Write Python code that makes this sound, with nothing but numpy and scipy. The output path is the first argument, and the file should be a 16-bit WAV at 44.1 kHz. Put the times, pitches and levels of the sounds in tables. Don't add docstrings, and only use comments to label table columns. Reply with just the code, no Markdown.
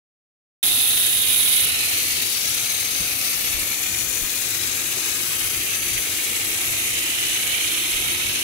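import sys
import numpy as np
from scipy import signal
from scipy.fft import next_fast_len
from scipy.io import wavfile

SR = 44100
rng = np.random.default_rng(int(sys.argv[2]) if len(sys.argv) > 2 else 0)


def gain_from_decibels(decibels):
    exponent = np.asarray(decibels, float) / 20
    return 10 ** exponent


def bounce(signal):
    frames = np.transpose(np.atleast_2d(signal))
    limited = np.clip(frames, -1, 1)
    pcm = np.round(limited * 32767).astype(np.int16)
    wavfile.write(sys.argv[1], SR, pcm)


N = 371983

# frequency in Hz, likeness from 0 to 1.
JET_LIKENESS = [(1000, .85), (2200, .75), (4000, .66), (12000, .6)]


def steam(size=1024):
    t, hz = grid(size)
    sputter_db = 2.04 * drifting(t, hz, 0.00077, 4500).real
    sputter_db += 0.3 * drifting(t, hz, 0.0083, 2500).real
    jet = chance(t, hz)
    same = read(JET_LIKENESS, hz)
    ports = []
    for power, echo in ((open_port(t, hz), .4), (cupped_port(t, hz), .36)):
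        path = (1 + echo * drifting(t, hz, 0.28, 29.4)) / np.sqrt(1 + echo ** 2)
        skew = np.exp(2.3j * drifting(t, hz, .3, 110).real)
        patches_db = 0.58 * drifting(t, hz, 0.026, 430).real
        mixed = same * skew * jet + np.sqrt(1 - same ** 2) * chance(t, hz)
        ports.append(np.sqrt(power) * path * gain_from_decibels(sputter_db + patches_db) * mixed)
    return to_sound(np.array(ports), size)


# low edge in Hz, high edge in Hz.
OPEN_REGIONS = [(1800, 5000), (5500, 8000), (9000, 13000), (13300, 15700)]
# level when close in dB, then shares of cup turn, distance and screening.
OPEN_LEVELS = [
    (-26.5, 0.12, 0.19, 0.2),
    (-28, -0.12, .1, 0.034),
    (-24, -0.024, .4, .02),
    (-26.5, -0.016, 0.97, .02),
]
# frequency in Hz, density in dB per Hz.
OPEN_JET_COLOUR = [(300, -35), (700, -12.5), (1100, -16), (1500, -11), (2500, -6), (4000, -3), (5100, -3.5),
                   (7500, -4), (8100, -5), (9800, -8.5), (11300, -5.5), (12800, -7), (13600, -11),
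                   (15600, -10)]
# frequency in Hz, width in Hz, lift in dB.
PORT_RESONANCES = [(6340, 310, 5), (10530, 170, 6.5)]
# start in seconds, end in seconds, first frequency in Hz, last frequency in Hz, lift in dB.
OPEN_PORT_ECHOES = [(.5, 1.7, 3800, 4040, 4), (1.64, 2.4, 3840, 4750, 6.5), (2.3, 3.45, 4500, 4400, 3.5),
                    (2.2, 3.18, 3930, 3740, 5.5), (.5, 1.8, 2360, 2400, 2.5), (2.23, 2.6, 5400, 5800, 7.5),
                    (.5, 1.9, 2200, 1750, 0), (1.97, 2.1, 6000, 6200, 6), (2.4, 3.07, 6500, 6200, 4),
                    (3.7, 4.23, 6000, 6100, 3.5), (4.5, 5.2, 6150, 6500, 3), (5.64, 6.2, 5960, 6330, 6.5),
                    (7.3, 7.4, 6100, 6400, 11), (3.75, 4.26, 7150, 7100, 8), (4.4, 5.3, 7500, 7700, 5),
                    (6.55, 7.1, 6800, 7200, 5.5), (4.4, 5.3, 4000, 3950, 4), (6.7, 8.5, 3900, 4300, 3),
                    (5.3, 8.5, 5350, 4560, -4), (3.5, 4.5, 5300, 5100, -4), (.7, 1.7, 10100, 11400, 2),
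                    (2.5, 3.8, 11800, 12800, 3), (6.6, 6.9, 11600, 12400, 10), (6.1, 8.1, 7650, 7860, 5)]


def open_port(t, hz):
    modes_db = sum(db * peak(hz, f, w, w, 0.83) for f, w, db in PORT_RESONANCES)
    power = gain_from_decibels(read(OPEN_JET_COLOUR, hz) + modes_db)[None] ** 2
    gains = []
    for band, db in zip(OPEN_REGIONS, heard(OPEN_LEVELS, t)):
        gains.append(levelled(power, hz, band, db)[:, :1] / power[:, :1])
    centres_hz = np.mean(OPEN_REGIONS, 1)
    blend = np.array([np.interp(hz, centres_hz, row) for row in np.eye(len(gains))])
    shading = np.exp(np.log(np.hstack(gains)) @ blend)
    band_lifts = gain_from_decibels(band_lifts_db(OPEN_PORT_ECHOES, 248, t, hz)) ** 2
    return power * shading * band_lifts


# level when close in dB, then shares of cup turn, distance and screening.
CUP_LEVELS = [
    (-22, 0.97, 0.0029, 0),
    (-18, 1, 0.79, 0.27),
    (-36, 0.044, 0.17, 1.37),
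    (-48, .02, 0.44, 0),
]
# frequency in Hz, density in dB per Hz.
HAND_LEAK_COLOUR = [(300, -16), (700, -8), (1100, -11), (1700, 0.5), (2400, 9.5), (4300, 1), (5300, -2),
                    (6000, -29), (6700, -13), (7400, -30), (8400, 4)]
# frequency in Hz, density in dB per Hz.
FINGER_COLOUR = [(12000, 2), (14300, 0), (15200, -2), (15800, -7)]
# time in seconds, top leak lift in dB, length in seconds.
FINGERS_PART = [(.7, 11, .3), (1.92, 13, .33), (3.3, 5, .2), (4.7, 4.5, .25), (5.35, 5, .3), (7.3, 5, .35)]
# start in seconds, end in
# seconds, first frequency in Hz, last frequency in Hz, lift in dB.
CUPPED_PORT_BANDS = [(.5, 1.62, 3700, 3770, 7), (1.62, 2.15, 2800, 2060, 4.5),
                     (6.85, 8.5, 2960, 3000, 3.5), (5.9, 8.5, 3830, 3800, 9.5),
                     (5.8, 8.5, 2200, 2380, 4.5), (1.95, 2.45, 4300, 4500, 6), (4.9, 5.4, 4200, 4200, -5),
                     (2.58, 3.16, 2140, 2500, 4), (3.67, 4.45, 2400, 2560, 3), (5.5, 6.35, 2370, 2300, 2),
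                     (6.7, 7.2, 9200, 9050, 9), (4.2, 8.4, 8500, 8800, 8), (.5, 1.5, 11150, 10600, 5.5)]


def cupped_port(t, hz):
    first_db, second_db, side_db, top_db = heard(CUP_LEVELS, t)
    parting_db = sum(db * np.exp(-((t - s) / length) ** 2) for s, db, length in FINGERS_PART)
    top_db = top_db + parting_db[:, None]
    first_hz = columns(PHONE_PATH, t)[-1]
    second_hz = 10930 - 2.4 * (second_db - second_db.max()) ** 2
    band_lifts = gain_from_decibels(band_lifts_db(CUPPED_PORT_BANDS, 241, t, hz)) ** 2

    first_shape = peak(hz, first_hz, 1385, 870, 4.0) * band_lifts
    second_shape = peak(hz, second_hz, 3170, 2300, 5.9) * band_lifts
    high = 1 / (1 + np.exp((11500 - hz) / 700))
    side_shape = gain_from_decibels(read(HAND_LEAK_COLOUR, hz)) ** 2 * band_lifts * (1 - high)
    top_shape = gain_from_decibels(read(FINGER_COLOUR, hz)) ** 2 * high

    first_band, second_band = (1800, 4600), (8500, 12500)
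    first_guess = levelled(first_shape, hz, first_band, first_db - 1)
    side = levelled(side_shape, hz, (4300, 5600), side_db, first_guess)
    second_guess = levelled(second_shape, hz, second_band, second_db)
    top = levelled(top_shape, hz, (13300, 15700), top_db, second_guess)
    first = levelled(first_shape, hz, first_band, first_db, side)
    second = levelled(second_shape, hz, second_band, second_db, side + top)
    return first + second + side + top


# time in seconds, cup turned from the jet in dB,
# distance loss in dB, screening by the pans in dB, first mode of the cup in Hz.
PHONE_PATH = [(.7, 0, -1.5, 1.5, 3600), (1.2, 0, -0.5, 2, 3500), (1.6, 0, 0, 0.5, 3440),
              (1.76, 2, 7, -0.5, 2850), (1.95, 6, 3, -0.5, 2740), (2.3, 7, 4, -0.5, 2800),
              (2.8, 7, 4, 3, 2540), (3.3, 7.5, 3, 2, 2540), (3.8, 7.5, 4.5, 4, 2460),
              (4.35, 11, 4.5, 5.5, 2300), (4.9, 8, 6, 6.5, 2500), (5.3, 7.5, 4.5, 6.5, 2720),
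              (5.9, 6, 5, 7.5, 2740), (6.5, 5, 6, 8, 2870), (6.88, 2.5, 7, 5.5, 2760),
              (7.2, 0.8, 7.5, 6.5, 2870), (7.8, 1.1, 7.5, 6, 2950), (8.42, 2, 9.5, 6, 2900)]


def heard(shares, t):
    turn_db, distance_db, screen_db, _ = columns(PHONE_PATH, t)
    return [db - a * turn_db - b * distance_db - c * screen_db for db, a, b, c in shares]


def band_lifts_db(table, width_hz, t, hz, fade_s=0.078):
    out = np.zeros((len(t), len(hz)))
    for from_s, to_s, from_hz, to_hz, db in table:
        on = (np.tanh((t - from_s) / fade_s) - np.tanh((t - to_s) / fade_s)) / 2
        now = on > 1 / 1000
        centre = np.interp(t[now], [from_s, to_s], [from_hz, to_hz])
        out[now] += db * on[now, None] * np.exp(-((hz - centre[:, None]) / width_hz) ** 2)
    return out


# frequency in Hz, density in dB per Hz.
FLAME_COLOUR = [(12, -39), (20, -15), (51, -5.5), (103, 2.5), (163, -7.5), (219, -7), (351, -2), (403, -10),
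                (448, -5.5), (582, -13), (731, -12), (1050, -21.5), (1300, -0.5), (1690, -29), (2860, -120)]
# frequency in Hz, likeness from 0 to 1.
FLAME_LIKENESS = [(30, .7), (60, .83), (110, .88), (400, .89), (700, .75), (1300, .6)]
# time in seconds, lift in dB.
FLAME_FLARES = [(1.66, 2), (2.55, 1), (3.0, 0), (3.62, 4.5), (4.06, 3), (4.63, 1), (5.05, -5), (5.58, 3),
                (5.921, 6), (6.7, 6), (8.05, 3.5), (8.28, 8)]


def burner(size=2048):
    t, hz = grid(size)
    flare_s = 0.039
    flares_db = sum(db * np.exp(-((t - s) / flare_s) ** 2) for s, db in FLAME_FLARES)
    rumble_db = -47.5 + flares_db[:, None]
    dipped = (1 + np.tanh((t[:, None] - 4.3) / 0.65)) / 2
    roar_db = -46.5 + 2.5 * dipped
    hob_db = 6 * (0.68 - dipped) * peak(hz, 348, 34.7, 34.7, 1)
    colour = gain_from_decibels(read(FLAME_COLOUR, hz) - hob_db) ** 2 / (1 + (hz / 1150) ** 12)

    roar = np.clip((hz - 170) / 80, 0, 1)
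    power = (1 - roar) * levelled(colour, hz, (70, 200), rumble_db)
    power += roar * levelled(colour, hz, (220, 600), roar_db)
    same = np.clip(read(FLAME_LIKENESS, hz), 0, 1)
    left = chance(t, hz)
    lag = np.exp(-.6j * np.minimum(hz / 650, 1))
    right = same * left * lag + np.sqrt(1 - same ** 2) * chance(t, hz)
    lumps_db = 1.4 * drifting(t, hz, 0.051, 56).real
    return to_sound(np.array([left, right]) * np.sqrt(power) * gain_from_decibels(lumps_db + 0.44), size)


# time in seconds, left level in dB, right level in dB,
# top frequency in Hz, length in seconds.
AIR_PUFFS = [(3.02, -34.5, -35, 120, 0.027), (3.4, -45, -60, 70, 0.097), (3.57, -33, -54, 80.4, 0.078),
             (4.092, -45.5, -51.5, 60, .05), (4.23, -31.5, -55, 60, 0.033), (5.45, -45, -45, 80, 0.04),
             (5.582, -42, -44, 80, 0.037), (5.868, -43, -57, 69, 0.11), (5.963, -38, -56, 69.6, .05),
             (6.507, -46, -59.5, 70, 0.028), (6.695, -41, -54, 70, 0.024), (7.996, -39, -64, 80, 0.16)]


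def puffs():
    out = np.zeros((2, N))
    t = np.arange(-8000, 8000) / SR
    for s, left_db, right_db, hz, length in AIR_PUFFS:
        low_band = signal.butter(2, [22, hz], "bandpass", fs=SR, output="sos")
        gust = signal.sosfilt(low_band, rng.standard_normal(len(t)))
        shape = np.exp(-2 * (t / length) ** 2)
        gust *= shape / np.sqrt(np.sum((gust * shape) ** 2) / np.sum(shape ** 2))
        at = round((s + t[0]) * SR)
        levels = gain_from_decibels(np.array([[left_db], [right_db]]))
        out[:, at:at + len(t)] += (levels * gust)[:, :N - at]
    return out


def evened(x):
    return x / np.sqrt(np.mean(abs(x) ** 2) + 1e-20)


def read(points, hz):
    f, value = np.transpose(points)
    return np.interp(np.log(hz + 1), np.log(f + 1), value)


def columns(table, t):
    s, *rest = np.transpose(table)
    return [np.interp(t, s, c)[:, None] for c in rest]


def grid(size):
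    return np.arange(4 * N // size + 5) * size / 4 / SR, np.fft.rfftfreq(size, 1 / SR)


def chance(t, hz):
    return rng.standard_normal((len(t), len(hz), 2)) @ [np.sqrt(.5), 1j * np.sqrt(.5)]


def drifting(t, hz, lasts_s, wide_hz):
    t_all = np.arange(next_fast_len(len(t)))
    hz_all = np.arange(next_fast_len(len(hz)))
    slow = np.exp(-(np.pi * lasts_s * np.fft.fftfreq(len(t_all), t[1])) ** 2)[:, None]
    wide = np.exp(-(np.pi * wide_hz * np.fft.fftfreq(len(hz_all), hz[1])) ** 2)
    patches = np.fft.ifft2(chance(t_all, hz_all) * slow * wide)
    return evened(patches[:len(t), :len(hz)])


def held(power, hz, band):
    return (power * ((hz >= band[0]) & (hz < band[1]))).sum(-1, keepdims=True)


def levelled(power, hz, band, db, under=0):
    room = np.maximum(gain_from_decibels(db) ** 2 - held(under, hz, band), gain_from_decibels(db - 8) ** 2)
    return power * room / held(power, hz, band)


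def peak(hz, centre_hz, below_hz, above_hz, steep):
    width_hz = np.where(hz < centre_hz, below_hz, above_hz)
    return (1 + ((hz - centre_hz) / width_hz) ** 2) ** -steep


def to_sound(z, size):
    frames = np.swapaxes(z, -1, -2) * np.sqrt(3)
    return signal.istft(frames, nperseg=size, noverlap=size * 3 // 4)[1][..., :N]


def dropped(x, size=2048, count=12):
    edge_hz, faint_db, faint_from_hz = 15750, -17, 4300
    window = np.sin(np.pi * (np.arange(size) + .5) / size)
    hz, _, z = signal.stft(x, SR, window, size, size // 2)
    power = abs(z) ** 2
    band = np.arange(len(hz)) // count
    bands = np.add.reduceat(power, np.arange(0, len(hz), count), axis=1)[:, band] / count
    below_edge = hz < edge_hz
    mean = power[:, below_edge].mean((0, 1))
    keep = (bands > mean * gain_from_decibels(faint_db) ** 2) | (hz < faint_from_hz)[:, None]
    return signal.istft(z * keep * below_edge[:, None], SR, window, size, size // 2)[1][:, :N]


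def scene():
    return steam() + burner() + puffs()


def top_cut(x):
    return signal.sosfilt(signal.butter(12, 16990, fs=SR, output="sos"), x)


def record(dry):
    start_s, rise_s = .6282, .001
    cut_in = np.clip((np.arange(N) / SR - start_s) / rise_s, 0, 1)
    return top_cut(dropped(dry) * cut_in)


dry = scene()
out = record(dry)
bounce(out)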